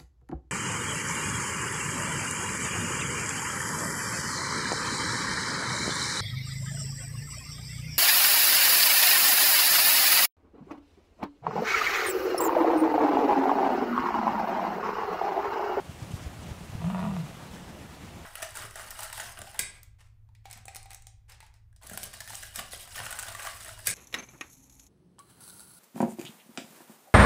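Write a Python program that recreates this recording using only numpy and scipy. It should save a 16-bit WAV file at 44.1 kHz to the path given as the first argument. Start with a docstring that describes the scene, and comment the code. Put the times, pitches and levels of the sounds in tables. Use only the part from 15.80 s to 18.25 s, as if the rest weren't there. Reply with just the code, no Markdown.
"""Open plain: a bison gives one low, rattling grunt over a steady hiss of wind in the grass.
Slow beats of its vocal folds set a deep airway resonance booming and crack through the throat;
mid-call the cracks double. Wind rumble, soft thumps and a little rustle reach the hand-held
microphone, and the recorder whines faintly."""
import sys
import numpy as np
from scipy import signal
from scipy.fft import rfft, irfft
from scipy.io import wavfile
from scipy.ndimage import uniform_filter1d

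SR = 44100
rng = np.random.default_rng(int(sys.argv[2]) if len(sys.argv) > 2 else 0)


def file_out(sig):
    """Save sig as 16-bit WAV at sys.argv[1]."""
    # one column per channel
    cols = np.atleast_2d(sig).T
    # limit, then scale
    lim = np.clip(cols, -1, 1)
    pcm = np.round(lim * 32767).astype(np.int16)
    wavfile.write(sys.argv[1], SR, pcm)


N = 108045


def amp(db):
    """Decibels to gain."""
    return 10 ** (np.asarray(db) / 20)


def unit_rms(x):
    """Scale to an rms of one."""
    return x / np.sqrt(np.mean(x ** 2) + 1e-20)


def curve(points, t, column=1):
    """One column of a time table, interpolated at t."""
    rows = np.array(points)
    return np.interp(t, rows[:, 0], rows[:, column])


def colour(spectrum, hz):
    """Gain of a spectrum table at hz, interpolated over log frequency."""
    f, db = np.transpose(spectrum)
    return amp(np.interp(np.log(hz + 1), np.log(f + 1), db))


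def noise(spectrum):
    """Steady coloured noise, unit rms."""
    white = rfft(rng.standard_normal(N))
    return unit_rms(irfft(white * colour(spectrum, np.fft.rfftfreq(N, 1 / SR)), N))


def ramp(u):
    """Smooth step from 0 to 1."""
    return np.sin(np.pi / 2 * np.clip(u, 0, 1)) ** 2


def swell(t, centre_s, db, half_s):
    """Gaussian envelope, down to 1/e at half_s from its peak."""
    return amp(db) * np.exp(-((t - centre_s) / half_s) ** 2)


def grass_wind(t):
    """Wind hisses in the grass; patches of its spectrum drift and the level flickers."""
    # hiss spectrum: f/Hz, level/dB
    spectrum = [(20, -18.5), (90, 3), (123, -7.5), (165, 2.5), (215, -3), (280, -6.5), (480, -12),
                (680, -10), (1020, -14.5), (1500, -17.5), (2800, -20), (4500, -25.5), (8000, -27.5),
                (11000, -32), (13500, -36), (15700, -41)]
    # wind strength: t/s, level/dB
    strength = [(0, -45), (.35, -44), (1.6, -44), (2.0, -45.5), (2.45, -45.5)]
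    bands = signal.stft(noise(spectrum), nperseg=512, noverlap=384)[2]
    patches = uniform_filter1d(rng.standard_normal(bands.shape), size=9, axis=0)
    patch_db = 0.98 * unit_rms(uniform_filter1d(patches, size=24, axis=1))
    flicker_db = 0.95 * unit_rms(uniform_filter1d(rng.standard_normal(bands.shape[1]), size=10))
    hiss = signal.istft(bands * amp(patch_db + flicker_db), nperseg=512, noverlap=384)[1][:N]
    return unit_rms(hiss) * amp(curve(strength, t))


def wind_rumble(t):
    """Wind rumbles on the microphone."""
    # rumble spectrum: f/Hz, level/dB
    spectrum = [(20, -33), (50, 8), (85, 9), (140, 15.5), (220, -27), (1500, -89)]
    # rumble strength: t/s, level/dB
    strength = [(0, -63), (.3, -49), (.7, -45), (.82, -73), (1.0, -46.5), (1.35, -43), (1.7, -56.5),
                (2.45, -60)]
    return noise(spectrum) * amp(curve(strength, t))


def handling(t):
    """The hand on the microphone: dull pushes of a cycle or two, light rustles, one thin squeak."""
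    # thumps: t/s, peak level/dB, f/Hz, half length/s
    pushes = [(.097, -32, 128, 0.0051), (.228, -28.5, 109, 0.0065), (.312, -30, 139, 0.0041),
              (.342, -23.5, 118, 0.0045), (0.353, -32, 65, 0.007), (0.471, -27.5, 73, 0.011),
              (0.691, -33, 116, 0.0054), (0.719, -28, 88, 0.0065), (0.901, -36, 102, 0.0052),
              (0.933, -31.5, 112, 0.0085), (0.953, -23.5, 126, 0.0033), (.988, -35, 98, 0.019),
              (1.05, -30, 90, 0.0097)]
    # rustles: t/s, level/dB, half length/s
    rustles = [(0.2, -58, .008), (0.23, -58, .007), (0.318, -50.5, 0.0037), (0.356, -52, 0.027),
               (0.434, -52.5, 0.018), (.635, -59, .008)]
    # rustle spectrum: f/Hz, level/dB
    spectrum = [(1000, -16), (3000, 3), (6700, 1), (9000, -1), (15000, -29)]
    thumps = sum(-swell(t, at_s, db, half_s) * np.cos(2 * np.pi * hz * (t - at_s))
                 for at_s, db, hz, half_s in pushes)
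    rustle = noise(spectrum) * sum(swell(t, *row) for row in rustles)
    squeak = swell(t, centre_s=.355, db=-60, half_s=.028) * np.sin(2 * np.pi * 11902 * t)
    return thumps + rustle + squeak


def surroundings(x):
    """Add one close, inverted reflection and a short, thin scatter of echoes."""
    bounce_s, bounce_db = .0038, -11
    echo_rise_s, echo_t60_s, echo_db = .0051, .073, -16
    t = np.arange(SR // 2) / SR
    tail = rng.standard_normal(len(t)) * ramp(t / echo_rise_s) * amp(-60 * t / echo_t60_s)
    echoes = signal.fftconvolve(x, tail / np.linalg.norm(tail))[:N]
    bounce = np.r_[np.zeros(round(bounce_s * SR)), x][:N]
    return x - amp(bounce_db) * bounce + amp(echo_db) * echoes


def fold_closings():
    """Closing times of the vocal folds: the main beats, and the points halfway between."""
    # fold beat rate: t/s, f/Hz
    rate = [(1.0184, 40.8), (1.0664, 40.8), (1.0844, 18.7), (1.1014, 43), (1.16, 44.1), (1.22, 42.3),
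            (1.28, 41.5), (1.325, 38.7), (1.36, 35.7), (1.44, 26)]
    t = np.arange(rate[0][0], rate[-1][0], 1 / SR)
    turns = np.cumsum(curve(rate, t)) / SR
    times_s = np.interp(np.arange(0, turns[-1], .5), turns, t)
    return times_s[::2], times_s[1::2]


def throat_response(size=16384):
    """One closing heard through the throat: a sharp crack that rings on in its resonances."""
    # broad throat spectrum: f/Hz, level/dB
    spectrum = [(150, -17), (350, -14), (550, -3), (650, 1), (1400, -4), (1580, -17), (1800, -9),
                (2200, -18), (2650, -14.5), (3100, -26), (3600, -19), (6000, -60)]
    # narrow resonances: f/Hz, lift/dB, width/Hz
    rings = [(473, 7, 40), (660, 5, 42), (716, 4, 22), (772, 6, 28), (895, 1, 12), (966, 8.5, 38),
             (1148, 4, 150), (1876, 7, 34), (2550, 5.5, 170)]
    hz = abs(np.fft.fftfreq(size, 1 / SR))
    lift_db = sum(db / (1 + (2 * (hz - centre) / width) ** 2) for centre, db, width in rings)
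    log_gain = np.log(colour(spectrum, hz) * amp(lift_db))
    minimum_phase = np.exp(np.conj(signal.hilbert(log_gain)))
    response = np.fft.ifft(minimum_phase).real
    return response / abs(response).max()


def airway_boom(t, beats_s):
    """Each beat pulls the deep airway resonance toward its step; it rings until the next cuts in."""
    # airway resonance: t/s, f/Hz, level/dB
    resonance = [(.99, 151, -41), (1.03, 167, -33.5), (1.047, 162.5, -25), (1.08, 179, -21.5),
                 (1.115, 198, -30), (1.155, 188, -25.5), (1.185, 180, -30.5), (1.22, 191, -28),
                 (1.28, 190.2, -24), (1.335, 173, -28.5), (1.38, 167.7, -27.5), (1.425, 161.4, -30.5),
                 (1.465, 138, -37)]
    # phase reset by a beat: t/s, share/0-1
    grip = [(1.125, 1), (1.145, .1), (1.195, .15), (1.215, 1)]
    rise_s, fall_s, t60_s, lead_s, lowpass_hz = .015, .015, .35, .0043, 272
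    turns = np.cumsum(curve(resonance, t)) / SR
    # one extra beat at each end
    edges_s = np.r_[2 * beats_s[0] - beats_s[1], beats_s, 2 * beats_s[-1] - beats_s[-2]] - lead_s
    boom, lag_turns = np.zeros(N), 0
    for start, end in zip(edges_s, edges_s[1:]):
        gate = ramp((t - start) / rise_s) * ramp(1 - (t - end) / fall_s)
        decay = amp(-60 * np.maximum(t - start, 0) / t60_s)
        slip_turns = (np.interp(start, t, turns) - lag_turns + .5) % 1 - .5
        lag_turns += curve(grip, start) * slip_turns
        boom += gate * decay * np.sin(2 * np.pi * (turns - lag_turns))
    boom *= np.sqrt(2) * amp(curve(resonance, t, column=2))
    return signal.sosfiltfilt(signal.butter(4, lowpass_hz, fs=SR, output="sos"), boom)


def throat_rasp(t, beats_s, halfway_s):
    """Snapping folds and puffs of air excite the throat; at the call's height the puffs fizz."""
    # sharpness of the main closings: t/s, relative level/dB
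    sharpness = [(1.018, -5), (1.043, -3), (1.068, -10), (1.101, -1.5), (1.124, -13), (1.147, 3.5),
                 (1.17, -5), (1.193, 0), (1.216, -6), (1.24, -2), (1.264, -4), (1.288, -11), (1.313, -5),
                 (1.339, -9), (1.366, -1.5), (1.395, -20)]
    # extra closings halfway between: t/s, relative level/dB
    doubling = [(1.03, -19), (1.08, -11), (1.113, -16), (1.159, -6), (1.181, -2), (1.228, -.5),
                (1.252, -1.5), (1.276, -11), (1.3, -19)]
    # air rushing through the throat: t/s, level/dB
    airflow = [(.96, -77), (.99, -53), (1.15, -48.5), (1.29, -46), (1.38, -54.5), (1.42, -72)]
    # dry fizz spectrum: f/Hz, level/dB
    fizz_spectrum = [(2000, -35), (2500, 10), (2900, 7), (3700, -38)]
    jitter_s, puff_decay_s, puff_depth, crack_gain_db = .00005, .005, 1.4, -25
    clicks = np.zeros(N)
    for times_s, levels in ((beats_s, sharpness), (halfway_s, doubling)):
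        uneven_s = times_s + jitter_s * rng.standard_normal(len(times_s))
        clicks[np.round(uneven_s * SR).astype(int)] = amp(curve(levels, times_s))
    puffs = signal.lfilter([1], [1, -np.exp(-1 / (puff_decay_s * SR))], clicks)
    breath = amp(curve(airflow, t)) * (t > airflow[0][0]) * (t < airflow[-1][0])
    air = rng.standard_normal(N) * (1 + puff_depth * puffs) * breath
    fizz = noise(fizz_spectrum) * puffs * swell(t, centre_s=1.245, db=-48.5, half_s=.035)
    response = throat_response()
    drive = air / np.linalg.norm(response) - amp(crack_gain_db) * clicks
    return signal.fftconvolve(drive, response)[:N] + fizz


def bison(t):
    """The grunt: deep boom and throaty rasp on the same fold beats."""
    beats_s, halfway_s = fold_closings()
    return airway_boom(t, beats_s) + surroundings(throat_rasp(t, beats_s, halfway_s))


def scene():
    """Bison, wind and handling noise, mono."""
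    t = np.arange(N) / SR
    return (bison(t) + grass_wind(t) + wind_rumble(t) + handling(t))[None]


def record(dry):
    """The recorder adds faint electronic whines and limits the band."""
    # steady whines: f/Hz, rms level/dB
    tones = [(2882, -74), (14994, -77)]
    edge_hz = 15740
    t = np.arange(N) / SR
    whine = sum(amp(db) * np.sqrt(2) * np.sin(2 * np.pi * hz * t) for hz, db in tones)
    lowpass = signal.firwin(1023, edge_hz, window=("kaiser", 9), fs=SR)
    return signal.oaconvolve(dry + whine, lowpass[None], "same")


dry = scene()
out = record(dry)
file_out(out)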